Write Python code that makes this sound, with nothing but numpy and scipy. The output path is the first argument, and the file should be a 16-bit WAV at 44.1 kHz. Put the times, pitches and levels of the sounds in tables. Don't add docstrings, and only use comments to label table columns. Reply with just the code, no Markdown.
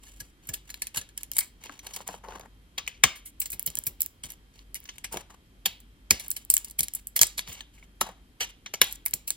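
import sys
import numpy as np
from scipy import signal
from scipy.fft import rfft, irfft, next_fast_len
from scipy.io import wavfile
from scipy.ndimage import uniform_filter1d

SR = 44100
rng = np.random.default_rng(int(sys.argv[2]) if len(sys.argv) > 2 else 0)


def wrap_up_sound(samples):
    columns = np.atleast_2d(samples).T
    tamed = np.clip(columns, -1, 1)
    steps = np.round(tamed * 32767).astype(np.int16)
    wavfile.write(sys.argv[1], SR, steps)


N = 412776

# start_s, flake_level_db, blade_level_db, nominal_length_ms
CRACKS = [(0.068, -47, -44, 6.6), (0.2036, -26.5, -35, 7.4), (0.472, -34, -63, 4), (0.49, -23, -30, 7.7),
          (0.538, -20.5, -27.5, 10.7), (.693, -45, -41.5, 1.5), (0.7019, -30, -32, 7.6),
          (0.7422, -30.5, -32, 2.1), (0.8205, -18.5, -25.5, 5.4), (0.8698, -25.5, -34.5, 1.8),
          (.96, -25.5, -27, 8.2), (0.972, -16.5, -22, 13), (1.0132, -33, -34, 2.8), (1.09, -44, -46.5, 1.7),
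          (1.1768, -22, -35.5, 3.4), (1.233, -24.5, -40, 0.63), (1.3162, -22, -35.5, 1.6),
          (1.335, -32.5, -42.5, 1.6), (1.367, -17.5, -28.5, 4.2), (1.384, -10.5, -39.5, 0.88),
          (1.388, -10, -25.5, 2.7), (1.4079, -21.5, -27.5, 3.7), (1.638, -37.5, -36, 3.2),
          (1.667, -52, -37, 5.7), (1.792, -40.5, -34.5, 4.9), (1.8678, -31.5, -30.5, 3.5),
          (1.938, -26.5, -35.5, 17), (1.9627, -25, -38, 5.8), (2.0774, -23.5, -41, 1.9),
          (2.396, -39.5, -65.5, 2.4), (2.41, -50, -41, 2.7), (2.7812, -28, -18, 7.5),
          (2.865, -52.5, -37.5, 4.2), (2.877, -27.5, -20.5, 4.3), (3.0374, -4.5, -3, 4.1),
          (3.158, -35, -38, 24), (3.26, -28, -42.5, 24), (3.4021, -13.5, -69, 6.4),
          (3.417, -21, -27.5, 11.3), (3.458, -24.5, -34.5, 6.9), (3.503, -24.5, -58, 4),
          (3.5186, -25.5, -57, 4.2), (3.5294, -25.5, -33, 11), (3.5952, -19.5, -35, .86),
          (3.628, -26, -71, .82), (3.663, -17.5, -34, 7.3), (3.6745, -30, -26.5, 4.4),
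          (3.702, -31.5, -59, 2.2), (3.754, -20, -39.5, .84), (3.771, -27.5, -29.5, 5.2),
          (3.788, -16, -55.5, .6), (3.838, -30, -54, 1.8), (3.86, -30, -70, 1.3), (3.8676, -17, -30.5, 8.7),
          (4.006, -16, -48, 4.2), (4.0186, -11, -40, 2.2), (4.03, -27, -58, 2.2), (4.062, -22.5, -61, .64),
          (4.2371, -26, -30.5, 8.5), (4.2565, -34.5, -48, 0.81), (4.303, -31, -41.5, 6.5),
          (4.32, -34, -49, 2.6), (4.5913, -59, -42.5, 1.2), (4.7445, -24.5, -44, 1.5),
          (4.754, -26, -30.5, 11), (4.803, -39, -103, 2), (4.841, -42, -82, .8), (4.855, -50, -38.5, 5.1),
          (4.8903, -44, -27.5, 8), (4.9824, -37, -36.5, 2.9), (5.0438, -26.5, -24.5, 9.6),
          (5.126, -24.5, -42.5, 16), (5.1711, -29, -27, 3.4), (5.6583, -12.5, -11, 6.6),
          (5.803, -43.5, -64, 1.5), (6.108, -2, -9.5, 3.6), (6.1978, -26.5, -31.5, 13),
          (6.282, -25.5, -78, 2.2), (6.3044, -15.5, -63.5, 1.7), (6.3137, -20, -37, 3.7),
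          (6.3652, -23.5, -29.5, 7.6), (6.45, -35, -83, 0.75), (6.5015, -4.5, -24.5, 1.86),
          (6.5396, -5, -37.5, 2.6), (6.5673, -9.5, -26.5, 1.3), (6.579, -17.5, -41.5, 0.9),
          (6.6463, -24, -40, 6.4), (6.683, -38, -53, 4.8), (6.699, -38, -52, 2.3), (6.71, -32.5, -52, 4.7),
          (6.7904, -11.5, -22.5, 13.4), (6.807, -12, -29, .53), (6.8322, -16.5, -32, 6.7),
          (6.8837, -26, -36, 0.95), (6.937, -24, -57, 1.79), (6.9501, -18.5, -51.5, 4.2),
          (7.0707, -23, -47, 2.3), (7.1629, -12, -22, 9.8), (7.1755, -42, -25.5, 1.9),
          (7.1918, -15.5, -19, 2.4), (7.2147, -1, -11, 6), (7.2265, -9, -34, 0.69),
          (7.232, -4.5, -15, 0.88), (7.268, -23, -45, 4.8), (7.38, -19, -22.5, 14),
          (7.3922, -24.5, -20, 0.81), (7.4853, -30, -35.5, 51), (7.527, -30, -39, 19),
          (7.607, -39, -29, 4.2), (8.0115, -13, -14.5, 8.4), (8.408, -20.5, -13.5, 28),
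          (8.6616, -46, -27.5, 5.5), (8.739, -23.5, -22, 8), (8.8156, -4, -4, 3.9), (8.841, -22, -64.5, 4),
          (8.912, -45, -39, 5.4), (8.9254, -23, -83, .75), (9.0546, -25.5, -66, 3.3),
          (9.0611, -13.5, -29.5, 1.95), (9.081, -32, -43, 2.5), (9.11, -32, -68, 1.5),
          (9.1349, -41, -27, .65), (9.1376, -13, -29.5, 2.8), (9.278, -17, -32, 13),
          (9.305, -13.5, -26, 1.1)]
# start_s, bar_level_db, pitch_ratio
KNOCKS = [(0.9727, -36, 1.23), (1.695, -32.5, 1.48), (2.005, -35.5, 1.02), (2.088, -27, 0.93),
          (2.1408, -32, 0.92), (2.2377, -42, 0.96), (2.2854, -33, 0.95), (2.3221, -38, 1.4),
          (2.347, -43, 1.15), (2.3982, -37, 0.87), (2.4348, -46, 0.93), (5.1425, -26, 0.51),
          (5.161, -29.5, 0.5), (5.1724, -32, 0.89), (8.0134, -16, 1.2), (8.739, -29.5, 0.81)]
# start_s, end_s, blade_level_db, fizz_above_blade_db
SCRAPES = [(0, 0.325, -64, 3.5), (0.416, 0.598, -61, -0.5), (0.626, 0.93, -63.5, 2),
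           (0.939, 1.005, -49.5, 2), (1.162, 1.257, -59, 4), (1.33, 1.503, -62.5, 13),
           (2.853, 2.988, -58.5, -18), (3.384, 3.922, -62, -7), (3.994, 4.08, -55.5, -4),
           (4.226, 4.354, -55.5, 1.5), (4.531, 4.642, -64, -3), (4.74, 5.059, -65, -1.5),
           (6.12, 6.464, -59, 3), (6.493, 6.633, -60, 6), (6.637, 6.736, -61, 0), (6.783, 6.904, -59.5, -4),
           (6.931, 7.006, -56, 2), (7.157, 7.305, -63.5, -1), (7.452, 7.621, -50, -8),
           (7.722, 7.865, -64, -1), (8.412, 8.518, -55, -3.5), (8.81, 8.976, -65.5, 19)]
# start_s, end_s, blade_level_db, bar_level_db, fizz_above_blade_db
RUSTLES = [(1.6, 1.802, -54, -60.5, -4), (1.818, 2.053, -53.5, -57, -0.5), (2.057, 2.197, -52, -54, -0.5),
           (2.227, 2.285, -64, -52.5, -2), (2.276, 2.392, -55, -48.5, -5.5), (2.392, 2.482, -72, -55.5, 3),
           (5.108, 5.224, -51.5, -50, 0), (5.295, 5.355, -62.5, -58.5, -1.5), (7.999, 8.129, -55, -46.5, 0)]
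# start_s, pitch_hz,
# level_db, t60_s
PINGS = [(1.388, 2223, -29, 0.041), (1.411, 2226, -35, 0.097), (2.786, 1130, -43, 0.12),
         (3.041, 2249, -15, 0.029), (6.111, 2330, -19.5, 0.033), (7.778, 2235, -52, .06),
         (7.827, 2250, -41, 0.023), (8.816, 2287, -13.5, .035), (9.061, 2250, -32.5, 0.057)]
# start_s, level_db
JOLTS = [(0.204, -37.5), (0.489, -30), (0.967, -33), (3.038, -23.5), (3.528, -38.5), (3.672, -34),
         (3.769, -37), (3.865, -33.5), (4.238, -35.5), (6.104, -21), (6.797, -30.5), (7.205, -30),
         (7.482, -35), (8.808, -34), (9.13, -34)]
# frequency_hz, relative_level_db
FLAKE_SPECTRUM = [(4000, -9.5), (6500, -2.5), (8500, 2.5), (10500, 3), (13000, -0.5), (15500, -3.5),
                  (16500, -19)]
# frequency_hz, relative_level_db, t60_s
BLADE_MODES = [(1716, -12.5, 0.029), (2250, 2, 0.0083), (2890, -0.5, 0.011), (3142, -1.5, 0.016),
               (3510, -6.5, 0.0076), (5530, -6, 0.012), (6270, -1.5, 0.042), (4200, -8, 0.024)]
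# frequency_hz, relative_level_db, t60_s
BAR_MODES = [(189.6, -10, 0.13), (497.7, 0, 0.03), (746, 3, 0.026), (920, -3, 0.034), (1067, -1.5, 0.034)]
# frequency_hz, left_gain_db
PORT_GAIN = [(400, 0), (1200, 4.5), (2300, 2.4), (4000, -.4), (8000, 0)]
# frequency_hz, left_lead_rad
PORT_LEAD = [(300, .3), (950, 1.3), (1500, 1.7), (1900, 2.6), (2330, 4.9), (2700, 6.4), (6000, 7.4),
             (7000, 2 * np.pi)]
# frequency_hz, t60_s
ROOM_DECAY = [(200, 0.072), (1000, 0.33), (3000, 0.33), (7500, 0.23), (14000, 0.22)]
# frequency_hz, relative_level_db
ROOM_COLOUR = [(500, 7), (1600, -2), (3300, 5), (6000, 1.5), (12000, -4.5)]
# frequency_hz, relative_level_db (per Hz)
AIR_SPECTRUM = [(20, -28), (35, -0.5), (70, -1.5), (142, -8.5), (266, -8), (600, -23), (1360, -23.5),
                (3150, -25), (6500, -33.5), (12000, -32.5), (14000, -38.5), (16500, -63)]
# frequency_hz, coherence (0 to 1)
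AIR_COHERENCE = [(60, 0.89), (600, 1), (2000, 0.093), (9000, 0.21)]
# frequency_hz, resonance_width_hz, rms_level_db
HUM = (49, 14, -58)

BAR_PER_BLADE, BAR_BASE_DB = 1.18, -15.5
KNOCK_MS, KNOCK_FLAKE_DB, KNOCK_BLADE_DB = 1.2, -22, -9
SCRAPE_BAR_DB = -12.5
SETTLE_DB = 5
BRIGHT_DB_PER_DB, EVEN_DB = 0.6784, 13
DULLEST_DB = 1
RISE = 0.22
FIRST_SNAP = 5.2
HOLLOW_UNTIL_S, HOLLOW_DB, HOLLOW_RING_S = 1.12, 8.5, 0.024
THIN = signal.butter(2, 2200, "high", fs=SR, output="sos")
LAG_S = 11.4 / SR
ROOM_DB, BLUR_HZ = -17.5, 454.3
AIR_DB = -59.5
WHINE_HZ, WHINE_DB = 3180, -79.5
EDGE_HZ = 16300


def gain_of(db):
    return 10 ** (np.asarray(db) / 20)


def evened(x):
    return x / np.sqrt(np.mean(x ** 2) + 1e-20)


def read(points, hz):
    f, value = np.transpose(points)
    return np.interp(np.log(hz + 1), np.log(f + 1), value)


def add(mix, s, sound):
    part = mix[:, round(s * SR):][:, :sound.shape[1]]
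    part += sound[:, :part.shape[1]]


def cracks(creak=0.013, crumbling=0.11, crumbling_ms=9.3):
    out = np.zeros((2, N))
    t_ms = np.arange(-440, 2000) / SR * 1000
    before, after = np.minimum(t_ms, 0), np.maximum(t_ms, 0)
    events = blows()
    draws = rng.standard_normal((len(events), 44, 4))
    grit = rng.standard_normal((len(events), len(t_ms), 4))
    rings = []
    for draw, (s, flake, blade, bar, ms, pitch) in zip(draws, events):
        tilt_db = max(BRIGHT_DB_PER_DB * (flake - blade - EVEN_DB), DULLEST_DB)
        rings.append(bodies(draw, tilt_db, HOLLOW_DB * (s < HOLLOW_UNTIL_S), pitch))

    for k, (s, *levels_db, ms, _) in enumerate(events):
        *noise, lumps = grit[k].T
        run = max(ms - .9, .1)
        slow_creak = creak * run * np.exp(before / 3.7) * (t_ms < 0)
        fade_in = (1 - t_ms / t_ms[0]).clip(0, 1)
        rise = (np.exp(before / (RISE * run)) + slow_creak) * fade_in
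        snap = rise * np.exp(-(after / run) ** 1.1) * gain_of(3.4 * lumps)
        first = FIRST_SNAP * (t_ms == 0)
        tail = crumbling * run ** 0.4 * np.exp(-after / crumbling_ms) * (t_ms > 0) * gain_of(6.4 * lumps)
        others = map(np.add, rings[k - 1], rings[k - 2])
        for db, body, other, jitter in zip(levels_db, rings[k], others, noise):
            sound = signal.fftconvolve((snap * jitter + first)[None], body, axes=1)
            energy = (sound ** 2).sum() / 2 / SR * 1000
            level = gain_of(db) / np.sqrt(energy)
            sound += signal.fftconvolve((tail * jitter)[None], other * np.sqrt(.5), axes=1)
            add(out, s + t_ms[0] / 1000, level * sound)
    return out


def blows():
    return ([(s, flake, blade, BAR_BASE_DB + BAR_PER_BLADE * blade, ms, 1) for s, flake, blade, ms in CRACKS]
            + [(s, db + KNOCK_FLAKE_DB, db + KNOCK_BLADE_DB, db, KNOCK_MS, pitch) for s, db, pitch in KNOCKS])


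def bodies(draw, tilt_db=0, hollow_db=0, pitch=1):
    blade = np.array(BLADE_MODES)
    blade[[0, -1], 1] += hollow_db, hollow_db / 3
    blade[[0, -1], 2] += HOLLOW_RING_S * (hollow_db > 0)
    bar = np.array(BAR_MODES) * [pitch, 1, 1]
    blade = detuned(blade, draw, dense_from_hz=2400, dense_to_hz=6200, dense_db=-1.5)
    bar = detuned(bar, draw[::-1], dense_from_hz=420 * pitch, dense_to_hz=1900 * pitch, dense_db=-3.0)
    flakes = signal.sosfilt(THIN, ring(flake_modes(draw, tilt_db), size=200))
    return flakes, ring(blade, size=800), ring(bar, size=1300)


def flake_modes(draw, tilt_db):
    hz = np.geomspace(4300, 16400, len(draw)) * (1 + .01 * draw[:, 0])
    tilt = (tilt_db + 1.2 * draw[0, 2]) * np.log2(hz / 9000)
    bumps = np.sin(np.cumsum(abs(draw[:, 1])))
    level_db = read(FLAKE_SPECTRUM, hz) + tilt + 2.2 * bumps
    t60, phase, sway = .003 + 0 * hz, np.pi * draw[:, 2], (5000 / hz) ** 2 * draw[:, 3]
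    return np.c_[hz, level_db, t60, phase, sway]


def detuned(modes, draw, dense_from_hz, dense_to_hz, dense_db, dense_t60=.006):
    hz, db, t60 = np.transpose(modes)
    d, fill = draw[:len(hz)], draw[-18:]
    main = np.c_[hz * (1 + .02 * d[:, 0]), db + 2.5 * d[:, 1], t60, np.pi * d[:, 2], .5 * d[:, 3]]
    between = np.geomspace(dense_from_hz, dense_to_hz, len(fill)) * (1 + .03 * fill[:, 2])
    dry_t60 = dense_t60 * np.sqrt(2500 / between)
    dense = np.c_[between, dense_db + 3.0 * fill[:, 0], dry_t60, np.pi * fill[:, 3], .9 * fill[:, 1]]
    return np.r_[main, dense]


def ring(modes, size):
    hz, db, t60, phase, sway = np.transpose(modes)[:, :, None].astype(np.float32)
    t = np.arange(size, dtype=np.float32) / SR
    level = gain_of(db - 60 * t / np.maximum(t60, .001)) * (1 - np.exp(-2 * t * hz))
    angle = 2 * np.pi * hz * t + phase
    return np.array([(level * np.sin(angle + side * sway)).sum(0) for side in (.5, -.5)])


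def crumbs(per_s=3500, uneven_db=2.0, clumps_db=5.0, count=3):
    size = gain_of(uneven_db * np.minimum(rng.exponential(1, N), 5)) * (rng.random(N) < per_s / SR)
    sign = rng.choice([-1., 1.], N)
    clumps = evened(uniform_filter1d(rng.standard_normal(N), 500))
    size *= sign * gain_of(clumps_db * clumps)
    kind, draws = rng.integers(0, count, N), rng.standard_normal((count, 44, 4))
    layers, levels = np.zeros((3, 2, N)), np.zeros((3, N))
    for k, draw in enumerate(draws):
        grains = (size * (kind == k))[None]
        for layer, body in zip(layers, bodies(draw)):
            layer += signal.oaconvolve(grains, body, axes=1)[:, :N]
    for start, end, *db in spells():
        swell = signal.windows.tukey(round((end - start) * SR), .3)
        settle = gain_of(SETTLE_DB * np.linspace(.5, -.5, len(swell)))
        add(levels, max(start, 0), gain_of(db)[:, None] * swell * settle)
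    return sum(level * evened(layer) for level, layer in zip(levels, layers))


def spells():
    return ([(a, b, db + fizz, db, db + SCRAPE_BAR_DB) for a, b, db, fizz in SCRAPES]
            + [(a, b, db + fizz, db, bar) for a, b, db, bar, fizz in RUSTLES])


def pings():
    out, t = np.zeros((2, N)), np.arange(6000) / SR
    shakes = evened(uniform_filter1d(rng.standard_normal((len(PINGS), len(t))), size=90))
    for (s, hz, db, t60), shake in zip(PINGS, shakes):
        mode = np.sin(2 * np.pi * hz * t + 1.2 * shake) * gain_of(db - 60 * t / t60)
        attack = 1 - np.exp(-t / 0.00043)
        add(out, s, (mode * attack)[None])
    return out


def jolts(start_hz=230, end_hz=55, glide_s=.012, t60=.12, rumble=.45):
    out, t = np.zeros((2, N)), np.arange(8000) / SR
    hz = end_hz + (start_hz - end_hz) * np.exp(-t / glide_s)
    glide = np.sin(2 * np.pi * np.cumsum(hz) / SR)
    low = signal.butter(2, [50, 330], "band", fs=SR, output="sos")
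    shakes = evened(signal.sosfilt(low, rng.standard_normal((len(JOLTS), 2, len(t)))))
    for (s, db), (shared, own) in zip(JOLTS, shakes):
        push = glide + rumble * (shared + 0.37 * np.array([own, -own]))
        add(out, s, push * gain_of(db - 60 * t / t60) * (1 - np.exp(-t / 0.015)))
    return out


def ports(x):
    size = next_fast_len(N + 4096)
    hz = np.fft.rfftfreq(size, 1 / SR)
    phase = read(PORT_LEAD, hz) - 2 * np.pi * hz * LAG_S
    left = gain_of(read(PORT_GAIN, hz)) * np.exp(1j * phase)
    return np.array([irfft(rfft(x[0], size) * left, size)[:N], x[1]])


def room(x, size=12000):
    wander = evened(uniform_filter1d(rng.standard_normal(N), size=40))
    turn = 2 * np.pi * BLUR_HZ * np.cumsum(wander) / SR
    out = 0
    for share in (np.sin(turn), np.cos(turn)):
        taps = np.zeros((3, size))
        at = np.arange(140, size - 20, 20) + rng.integers(0, 20, (3, (size - 141) // 20))
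        np.put_along_axis(taps, at, rng.choice([-1., 1.], at.shape), 1)
        hz, t, z = signal.stft(taps[:2] * .28 + taps[2], SR, nperseg=256)
        decay_db = read(ROOM_COLOUR, hz)[:, None] - 60 * t / read(ROOM_DECAY, hz)[:, None]
        tail = signal.istft(z * gain_of(decay_db), SR, nperseg=256)[1]
        out = out + signal.oaconvolve(x * share, tail / np.linalg.norm(tail[0]), axes=1)[:, :N]
    return out


def air():
    frames, hz = N // 512 + 5, np.fft.rfftfreq(2048, 1 / SR)
    a, b, c, d, patches = rng.standard_normal((frames, 1025, 5)).T
    patches = evened(uniform_filter1d(uniform_filter1d(patches, 24, 0), 6, 1))
    same = np.clip(read(AIR_COHERENCE, hz), -1, 1)[:, None]
    right = a + 1j * b
    late = np.exp(-2j * np.pi * hz * LAG_S)[:, None]
    left = late * (same * right + np.sqrt(1 - same ** 2) * (c + 1j * d))
    z = np.array([left, right]) * gain_of(read(AIR_SPECTRUM, hz)[:, None] + 0.64 * patches)
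    return gain_of(AIR_DB) * evened(signal.istft(z, nperseg=2048, noverlap=1536)[1][:, :N])


def hum():
    hz, width, db = HUM
    t, r = np.arange(N) / SR, np.exp(-np.pi * width / SR)
    a, b = rng.standard_normal((N, 2)).T
    smooth = signal.lfilter([1], [1, -r], a + 1j * b)
    waver = signal.lfilter([1], [1, -r], smooth)
    low = evened(((1.4 + waver / abs(waver).mean()) * np.exp(2j * np.pi * hz * t)).real)
    whine = np.sqrt(2) * gain_of(WHINE_DB) * np.sin(2 * np.pi * WHINE_HZ * t)
    return gain_of(db) * low + whine


def scene():
    soap = cracks() + jolts() + crumbs() + pings()
    return ports(soap + gain_of(ROOM_DB) * room(soap)) + air() + hum()


def record(dry):
    held = np.clip(dry, -1, 1)
    low_pass = signal.firwin(511, EDGE_HZ, window=("kaiser", 9), fs=SR)
    return signal.oaconvolve(held, low_pass[None], "same")


dry = scene()
out = record(dry)
wrap_up_sound(out)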